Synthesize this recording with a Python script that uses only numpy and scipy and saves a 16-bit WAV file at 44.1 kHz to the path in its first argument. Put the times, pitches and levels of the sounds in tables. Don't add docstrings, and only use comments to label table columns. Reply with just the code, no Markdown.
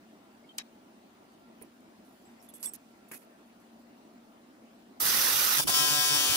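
import sys
import numpy as np
from scipy import signal
from scipy.fft import rfft, irfft, next_fast_len
from scipy.io import wavfile
from scipy.ndimage import uniform_filter1d, map_coordinates

SR = 44100
rng = np.random.default_rng(int(sys.argv[2]) if len(sys.argv) > 2 else 0)


def master(y):
    cut = np.clip(np.atleast_2d(y).T, -1, 1)
    pcm = np.round(cut * 32767)
    wavfile.write(sys.argv[1], SR, pcm.astype(np.int16))


def linear_from_db(decibels):
    return 10 ** (np.asarray(decibels, float) / 20)


N = 280476

ARC_HZ = 147.39
DUTY = .547

# (frequency [Hz], left [dB], right [dB])
MIC_COLOUR = [(90, -7, 4), (297, 2, 2.5), (1920, 6, 5), (4550, 4, 0.5), (6850, 2, -3.5), (10250, -14.5, 5),
              (15000, 1, 8)]


def evened(x):
    return x / np.sqrt(np.mean(x ** 2, -1, keepdims=True) + 1e-20)


def read(points, hz):
    f, *columns = np.transpose(points)
    return np.array([np.interp(np.log(hz + 1), np.log(f + 1), c) for c in columns])


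def play(stages, before):
    knots, last = [], before
    for s, glide_s, *values in stages:
        knots += [(s, *last), (s + glide_s, *values)]
        last = values
    s, *columns = np.transpose(knots)
    return [np.interp(np.arange(N) / SR, np.maximum.accumulate(s), c) for c in columns]


def colour(x, table, extra_db=0):
    size = next_fast_len(N)
    db = read(table, np.fft.rfftfreq(size, 1 / SR)) + extra_db
    return irfft(rfft(x, size) * linear_from_db(db) * np.sqrt(SR / 2), size)[:, :N]


def drift(count, per_s):
    knots = rng.standard_normal((count, 400))
    at = np.meshgrid(np.arange(count), np.arange(0, N / SR, .004) * per_s, indexing="ij")
    return map_coordinates(knots, at, order=3)


def ripple(depth_db, width_hz):
    bins = next_fast_len(N) // 2 + 1
    knots = rng.standard_normal((2, 600))
    at = np.arange(bins) * SR / 2 / bins / width_hz
    return depth_db * np.array([np.interp(at, np.arange(600), k) for k in knots])


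def near_noise(direct, echo_s, patchy_db):
    taps = rng.standard_normal((2, 120)) * np.exp(-np.arange(120) / SR / echo_s)
    taps *= rng.random((2, 120)) < .15
    taps[:, 0] = 1.13
    shared = signal.oaconvolve(rng.standard_normal((1, N)), taps, axes=1)[:, :N]
    z = signal.stft(shared, SR, nperseg=512)[2]
    diffuse = signal.stft(rng.standard_normal((2, N)), SR, nperseg=512)[2]
    share = np.clip(direct, 0, 1)
    z = np.sqrt(share) * z / np.sqrt(np.mean(abs(z) ** 2, 2, keepdims=True))
    z = z + np.sqrt(1 - share) * diffuse / np.std(diffuse)
    patches = uniform_filter1d(rng.standard_normal(z.shape), size=2, axis=1)
    patches = uniform_filter1d(patches, size=10, axis=2)
    z = z * linear_from_db(patchy_db * patches / patches.std())
    return evened(signal.istft(z, SR, nperseg=512)[1][:, :N])


def snaps(start_s, steady_db):
    # (frequency [Hz], left [dB], right [dB])
    ordinary = [(295, -60, -52), (440, -63, -54), (590, -49, -56), (740, -47, -53), (890, -52, -55),
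                (1900, -48, -52), (3200, -46, -50), (4500, -50, -53), (6500, -49, -53), (8500, -55, -49),
                (10500, -61, -47), (13000, -60, -50), (15500, -56, -54)]
    # (multiple, left [dB], right [dB])
    uneven_harmonics = [(43, -43, -43), (7, -37, -54), (9, -58, -38), (11, -38, -48), (17, -42, -44), (19, -40, -49),
                        (20, -43, -55), (21, -37, -58), (22, -38, -42), (23, -43, -51), (24, -33, -40),
                        (25, -47, -55), (26, -37, -55), (32, -43, -48), (33, -33, -44), (34, -38, -52),
                        (36, -47, -60), (37, -30, -44), (39, -40, -39), (45, -34, -56), (58, -55, -41),
                        (61, -49, -43), (69, -60, -41), (71, -62, -42), (73, -58, -42), (74, -62, -38),
                        (78, -68, -42), (82, -56, -42), (101, -53, -42), (105, -49, -41), (13, -44, -56),
                        (18, -46, -51), (44, -47, -58), (47, -44, -56), (48, -43, -54), (52, -46, -47),
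                        (54, -50, -44), (56, -48, -55), (57, -50, -45), (63, -54, -48), (76, -58, -44),
                        (83, -51, -47), (89, -65, -46), (90, -65, -47), (92, -55, -44), (94, -53, -53),
                        (99, -52, -53), (103, -50, -48), (104, -61, -52), (106, -48, -48), (86, -59, -50),
                        (3, -63, -53), (6, -53, -56), (8, -53, -52), (4, -50, -55), (5, -44, -51), (29, -49, -60),
              (41, -46, -49), (28, -45, -63), (40, -50, -54), (60, -55, -55), (62, -72, -44),
              (64, -56, -55), (66, -70, -47), (72, -58, -50), (77, -64, -48), (93, -61, -56),
              (102, -58, -58), (38, -51, -53), (42, -51, -53), (14, -59, -58), (15, -47, -45),
              (16, -56, -56), (27, -51, -55), (30, -47, -45), (31, -51, -50), (35, -53, -47),
              (46, -45, -57), (59, -48, -43)]
    catch_low, catch_high = 0.98, 0.77
    even_s, even_span_s, even_share = 6.12, .08, 0.54

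    order = np.arange(2, 107)
    count = len(order)
    scatter = np.clip(rng.standard_normal((2, count)), -2.5, 1)
    level_db = read(ordinary, order * ARC_HZ) + 4.5 * scatter * np.minimum(order / 12, 1)
    for k, left_db, right_db in uneven_harmonics:
        level_db[:, int(k) - 2] = left_db, right_db

    phase = np.angle(1 + .95 * np.exp(-2j * np.pi * order * DUTY))
    phase = phase - .004 * order ** 2 - .7 * np.maximum(order - 14, 0)
    late = np.array([np.interp(order / 7, np.arange(17), k) for k in rng.standard_normal((2, 17))])
    smear = 1.8 * late[0] + np.clip(order / 140, .2, .7) * rng.standard_normal((2, count))
    phase = phase + smear * np.minimum(order / 14, 1)
    phase[1] -= 2 * np.pi * np.maximum(order * ARC_HZ - 3500, 0) * .00049
    phase[1] -= 2 * np.pi * order * ARC_HZ * 6 / SR

    wander = drift(count=2 * count, per_s=20).reshape(2, count, -1)
    strength_db = np.clip(64 + level_db.max(0), 0, 20)[:, None]
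    sway = linear_from_db((4.33 - .12 * strength_db) * wander[0])
    sway = sway * np.exp(.45j * wander[1] * np.sqrt(order / 30)[:, None])
    at_s = np.arange(sway.shape[1]) * .004
    loss = np.interp(order, [8, 30], [catch_low, catch_high])[:, None] - 1
    sway *= linear_from_db(loss * np.interp(at_s, np.arange(N) / SR, np.clip(steady_db, -12, 0)))

    start = round(start_s * SR)
    time = np.arange(start, N) / SR
    around_db = uniform_filter1d(level_db, size=5, axis=1)
    evened_db = even_share * np.clip(around_db + 5.5 - level_db, -8, 14) * (order < 48)
    melted = np.clip((time - even_s) / even_span_s, 0, 1)
    buzz = np.zeros((2, N))
    for k, n in enumerate(order):
        waver = np.interp(time, at_s, sway[k].real) + 1j * np.interp(time, at_s, sway[k].imag)
        tone = waver * np.exp(2j * np.pi * n * ARC_HZ * time)
        level = linear_from_db(level_db[:, k, None]) * (1 + melted * (linear_from_db(evened_db[:, k, None]) - 1))
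        buzz[:, start:] += np.sqrt(2) * (level * np.exp(1j * phase[:, k, None]) * tone).real
    return buzz


def plasma():
    # (frequency [Hz], left [dB per Hz], right [dB per Hz])
    fizz_spectrum = [(60, -89, -78), (220, -76, -75), (600, -77, -79), (1400, -76, -79), (2150, -81, -83),
                     (2600, -76, -81), (3400, -72, -80), (4200, -74, -79), (5500, -70, -76),
                     (7000, -73, -78), (8800, -78, -73), (10500, -81, -70), (13000, -80, -69),
                     (14500, -79, -76), (15700, -75, -72)]
    cycle = np.arange(N) / SR * ARC_HZ % 1
    flare = 0.3 + .5 * (np.exp(-cycle / 0.14) + np.exp(-((cycle - DUTY) % 1) / 0.075))
    noise = evened(near_noise(0.28, 0.00093, patchy_db=4.5) * flare)
    return colour(noise, fizz_spectrum, ripple(2.2, 199.4) + 3.0)


def puffs(steady_db):
    # (time [s], level [dB])
    gusts = [(5.6, -37.5), (5.817, -41), (5.925, -40), (5.985, -44), (6.124, -41), (6.31, -45.5)]
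    rise_db_per_s, fall_db_per_s = 430, 280
    time = np.arange(N) / SR
    since = time - np.array(gusts)[:, :1]
    slope_db = np.maximum(-rise_db_per_s * since, fall_db_per_s * since)
    puff_db = np.max(np.array(gusts)[:, 1:] - slope_db, 0)
    band = signal.butter(3, [70, 170], "band", fs=SR, output="sos")
    buffet = signal.sosfilt(band, rng.standard_normal((2, N)))
    hum = sum(np.sqrt(2) * linear_from_db(db) * np.sin(2 * np.pi * (k + 1) * ARC_HZ * time)
              for k, db in enumerate([0, -9, -6])) * linear_from_db(steady_db)
    return linear_from_db(puff_db + np.c_[[-8, 4]]) * (0.76 * hum + 0.26 * evened(buffet))


def arc():
    # (time [s], glide [s], plasma noise [dB], steadiness of the buzz [dB])
    arc_states = [
        (5.575, 0.0083, 0.5, -3),
        (5.607, 0.005, -1.5, -18.5),
        (5.638, 0.0093, -15.5, -35),
        (5.668, 0.0079, 2.5, -7.5),
        (5.704, 0.0088, -2.5, -1),
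        (5.736, 0.0036, 0.5, -0.5),
        (5.77, 0.21, -2.5, 1.5),
        (6.2, 0.1, -1, -1.5),
    ]
    noise_db, steady_db = play(arc_states, before=(-41, -2))
    buzz = snaps(arc_states[0][0], steady_db)
    lit = linear_from_db(noise_db) * plasma() + linear_from_db(noise_db + steady_db) * buzz + puffs(steady_db)
    alight = noise_db > -39.5
    return signal.sosfilt(signal.butter(3, 70, "high", fs=SR, output="sos"), lit * alight)


def gas():
    # (frequency [Hz], left [dB per Hz], right [dB per Hz])
    hiss_spectrum = [(40, -90, -84.5), (188, -77.5, -67.5), (755, -74.5, -70.5), (1390, -72, -60.5),
                     (2020, -75, -65), (3300, -72, -65), (4800, -69, -62.5), (6060, -61.5, -65),
                     (6900, -67.5, -79.5), (8300, -71.5, -68.5), (10200, -70.5, -69), (12000, -72.5, -66.5),
                     (14200, -67, -68.5), (15700, -72, -67)]
    # (frequency [Hz], width [Hz], left [dB], right [dB])
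    resonances = [(5300, 77, 8, -16), (1290, 360, 1.5, 1.5), (1980, 320, -1, -2), (7050, 100, -5, 9),
                  (9370, 200, 6.5, 4), (10830, 190, -12, 9), (11230, 150, -2, 6), (12820, 390, -6, 10.5),
                  (13470, 250, 0, 6.5), (15000, 250, 2, 6)]
    valve_s, open_s = 4.9965, 0.0072
    handover_s, shut_s = 5.575, 0.033
    fill_db, fill_s = -7, 0.054

    hz = np.fft.rfftfreq(next_fast_len(N), 1 / SR)
    bumps_db = sum(np.c_[[left, right]] * np.exp(-((hz - f) / w) ** 2) for f, w, left, right in resonances)
    jet = colour(near_noise(0.32, 0.0013, patchy_db=1.7), hiss_spectrum, bumps_db + ripple(1.75, 89.3))
    flutter_db = 0.8 * evened(uniform_filter1d(rng.standard_normal(N), 500))
    t = np.arange(N) / SR
    flow = np.clip(np.minimum((t - valve_s) / open_s, 1 - (t - handover_s) / shut_s), 0, 1) ** 2
    body_db = fill_db * np.exp(-((t - valve_s) / fill_s) ** 2)
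    band = signal.butter(2, [1000, 7000], "band", fs=SR, output="sos")
    body = signal.sosfiltfilt(band, jet)
    return flow * linear_from_db(flutter_db - 0.45) * (jet + (linear_from_db(body_db) - 1) * body)


def damped(length_s, t60_s):
    t = np.arange(round(length_s * SR)) / SR
    edges = np.minimum(t / (0.00042 + 0.037 * length_s), (length_s - t) / 0.0013)
    return t, linear_from_db(-60 * t / t60_s) * np.minimum(edges, 1)


def contacts():
    # (time [s], length [s], level [dB], centre [Hz])
    ticks = [(.583, 0.0079, -26, 7000), (.5835, 0.007, -32, 3000), (0.58, 0.0044, -42, 11800),
             (1.623, .004, -40.5, 12400), (1.804, .008, -61, 9500), (2.415, .008, -63, 10500),
             (2.628, 0.0046, -31.5, 8300), (2.657, .005, -33, 11000), (2.658, 0.0043, -35, 9000),
             (2.7355, 0.003, -27.5, 11700), (5.702, .003, -32, 1500), (2.629, 0.033, -44.5, 5900),
             (2.751, 0.012, -54, 6030), (3.113, 0.038, -49, 1910)]
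    # (time [s], length [s], level [dB])
    scuffs = [(1.61, 0.046, -62), (2.038, 0.29, -70), (2.423, 0.046, -57.5), (2.488, .019, -54),
              (2.536, 0.051, -50.5), (2.594, 0.033, -56), (2.629, 0.07, -41.5), (2.7, .03, -69),
              (2.735, 0.029, -39.5), (3.084, 0.045, -60), (3.113, 0.069, -42.5), (3.183, .07, -60.5),
              (3.6, .03, -68), (3.79, .02, -70)]
    # (time [s], length [s], level [dB], centre
    # [Hz])
    pops = [(5.01, 0.37, -54, 86), (5.357, 0.2, -58, 90), (5.597, 0.0055, -30, 900),
            (5.604, .005, -29, 900), (5.642, 0.025, -31.5, 250), (5.672, 0.0044, -30, 890),
            (5.682, 0.0085, -27.5, 1210), (5.69, 0.0056, -30, 800), (5.7, .005, -28, 900),
            (3.149, 0.032, -54, 240), (6.289, 0.045, -38.5, 92)]
    # (time [s], length [s], level [dB], tilt [dB per octave])
    knocks = [
        (0.589, 0.036, -56.5, 6),
        (1.613, 0.04, -58, -5),
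        (2.25, 1, -71.5, -1.2),
        (2.625, 0.083, -59, -1),
        (2.745, 0.032, -71, 3.5),
        (3.112, 0.029, -52.5, -1.5),
        (3.14, 0.035, -59, 2),
        (3.217, 0.036, -66, 0.5),
    ]
    # (frequency [Hz], width [Hz], level [dB])
    bench = [(320, 210, 1.5), (820, 640, 1), (2210, 1130, 1), (4900, 4500, -3)]
    fade_lengths, knock_lengths = 6.9, 4.7

    touches = [(s, d, db, fade_lengths * d, f, 0.5 * f) for s, d, db, f in ticks]
    touches += [(s, d, db, fade_lengths * d, 10000, 5100) for s, d, db in scuffs]
    touches += [(s, d, db, fade_lengths * d, f, 0.53 * f) for s, d, db, f in pops]
    touches += [(s, d, db + lift_db + tilt * np.log2(f / 1000), knock_lengths * d, f, w)
                for s, d, db, tilt in knocks for f, w, lift_db in bench]

    out = np.zeros((2, N))
    noise = rng.standard_normal((len(touches), 3, 16384))
    hz = np.fft.rfftfreq(16384, 1 / SR)
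    to_mics = linear_from_db(read(MIC_COLOUR, hz)) * np.exp(-2j * np.pi * hz / SR * np.c_[[0, 7]])
    for (s, length_s, db, t60_s, centre_hz, width_hz), (a, b, c) in zip(touches, noise):
        shape = hz / (hz + 0.11 * centre_hz) / (1 + (2 * (hz - centre_hz) / width_hz) ** 4) ** .5
        burst = evened(irfft(rfft(a) * shape)) + 1.41 * evened(irfft(rfft([b, c]) * shape))
        burst *= 0.61 * linear_from_db(2.85 * evened(uniform_filter1d(a[::-1], size=90)))
        t, fade = damped(min(length_s, .37), t60_s)
        burst = irfft(rfft(burst) * to_mics)[:, :len(t)]
        out[:, round(s * SR):][:, :len(t)] += linear_from_db(db - 4.0) * fade * burst
    return out


def rings():
    # (frequency [Hz], level [dB])
    part_modes = [(1680, 2), (2200, -4), (2530, -6), (3150, -10), (3640, -16.5), (3880, 2.5), (4720, -15),
                  (5373, 1), (6200, -13)]
    # (time [s], length [s], level [dB], most excited [Hz], reach [octaves])
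    part_hits = [
        (0.49, 0.033, -51, 3150, 0.04),
        (0.44, .018, -69, 2200, .04),
        (.491, .008, -56, 3640, .02),
        (3.153, .022, -60.5, 2530, .05),
        (.586, 0.034, -54, 3500, 0.55),
        (3.858, .015, -76, 2480, 0.13),
    ]
    # (frequency [Hz], level [dB])
    bit_modes = [(3450, -6), (5500, -5), (6200, -15), (7700, 1), (8360, -0.5), (9500, -8), (9900, -6),
                 (10300, -8), (11300, -4), (13800, -17)]
    # (time [s], length [s], level [dB], most excited [Hz], reach [octaves])
    bit_hits = [(1.621, 0.012, -45, 9500, 0.028), (2.252, 0.043, -68.5, 7700, 0.089),
                (2.487, 0.024, -54, 10600, 0.12), (2.485, 0.026, -64, 3450, 0.22),
                (2.534, 0.11, -69, 3450, .2), (2.655, 0.019, -49.5, 3450, .15), (2.4, .02, -59, 5600, 0.1),
                (2.665, .05, -59, 5500, .05), (2.634, 0.052, -45, 7700, 0.044),
                (2.537, 0.036, -53.5, 8000, 0.12), (2.541, 0.026, -54, 9900, 0.045),
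                (2.554, .02, -56, 11300, .05), (2.604, 0.035, -56, 11300, 0.19),
                (2.629, 0.009, -41, 11300, 0.1), (2.64, 0.019, -34.5, 10000, 0.06),
                (2.656, 0.045, -37.5, 8360, 0.04), (2.66, .004, -34, 8360, .1),
                (2.655, 0.013, -41, 11500, .1), (2.697, 0.035, -57, 8360, 0.11)]

    hits = [(*hit, part_modes) for hit in part_hits] + [(*hit, bit_modes) for hit in bit_hits]
    modes_hit = []
    for s, length_s, db, top_hz, reach, modes in hits:
        for f, mode_db in modes:
            mode_db = db + mode_db - 6 * abs(np.log2(f / top_hz) / reach)
            modes_hit.append((s, length_s, f, mode_db, 8.4 * length_s))

    out = np.zeros((2, N))
    chance = rng.standard_normal((len(modes_hit), 2, 16))
    for (s, length_s, ring_hz, db, t60_s), wobble in zip(modes_hit, chance):
        t, fade = damped(length_s, t60_s)
        beat = np.array([np.interp(t / 0.0071, np.arange(16), w) for w in wobble])
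        tone = np.sin(2 * np.pi * ring_hz * t + 3 * wobble[:, :1] + .9 * beat[::-1])
        level_db = db + 6 + read(MIC_COLOUR, ring_hz)[:, None] + 2.4 * beat
        out[:, round(s * SR):][:, :len(t)] += linear_from_db(level_db) * fade * tone
    return out


def garage():
    # (frequency [Hz], left [dB per Hz], right [dB per Hz])
    room_spectrum = [(31.4, -108, -108), (86, -98, -99.5), (160.5, -94, -93), (219.6, -79.5, -79),
                     (338, -85, -83), (472, -92.5, -94), (662, -86, -93), (1026, -95.5, -96),
                     (2310, -102, -103), (4380, -106, -108), (7000, -113, -112), (10000, -124, -111),
                     (12700, -126, -116), (15800, -128, -124)]
    # (frequency [Hz], likeness [0-1])
    likeness = [(60, 0.72), (200, 1), (450, 0.69), (900, 0.14), (1500, 0.41), (2500, 0.066), (5000, 0.11),
                (15000, .1)]
    # (frequency [Hz], left [dB], right [dB])
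    motor_lines = [(232, -66, -68), (1366, -99, -79), (15068, -104, -87), (15294, -93, -81),
                   (15520, -104, -82), (15735, -108, -102)]
    rustle_db, busy_s, busy_span_s, busy_db = 1.3, 2.66, 0.66, 2

    hz, _, z = signal.stft(rng.standard_normal((2, N)), SR, nperseg=1024)
    same = np.clip(read(likeness, hz)[0], -1, 1)[:, None]
    lead = np.exp(2j * np.pi * hz * 10 / SR)[:, None]
    z[1] = same * lead * z[0] + np.sqrt(1 - same ** 2) * z[1]
    patches = uniform_filter1d(uniform_filter1d(rng.standard_normal(z.shape[1:]), 9, 0), 5, 1)
    z = z * linear_from_db(1.67 * patches / patches.std())
    noise = evened(signal.istft(z, SR, nperseg=1024)[1][:, :N])
    fan = colour(noise, room_spectrum)

    time = np.arange(N) / SR
    sway = drift(count=2 * len(motor_lines), per_s=13)
    sway = [np.interp(time, np.arange(len(s)) * .004, s) for s in sway]
    lines = np.zeros((2, N))
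    for k, (f, left_db, right_db) in enumerate(motor_lines):
        sway_db, sway_rad = (4.4, .6) if f < 5000 else (1.5, .25)
        level_db = np.c_[[left_db, right_db]] + sway_db * sway[2 * k]
        lines += linear_from_db(level_db) * np.sqrt(2) * np.sin(2 * np.pi * f * time + sway_rad * sway[2 * k + 1])

    lift_db = rustle_db + busy_db * np.exp(-((time - busy_s) / busy_span_s) ** 2)
    treble = signal.sosfilt(signal.butter(2, 5000, "high", fs=SR, output="sos"), fan)
    return fan + treble * (linear_from_db(lift_db) - 1) + lines


def scene():
    return garage() + gas() + arc() + contacts() + rings()


def top_cut(x):
    return signal.sosfilt(signal.butter(12, 16930, fs=SR, output="sos"), x)


def record(dry):
    edge = signal.firwin(1023, 15740, window=("kaiser", 9), fs=SR)
    mix = signal.oaconvolve(dry, edge[None], "same", axes=1)
    return top_cut(mix)


dry = scene()
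out = record(dry)
master(out)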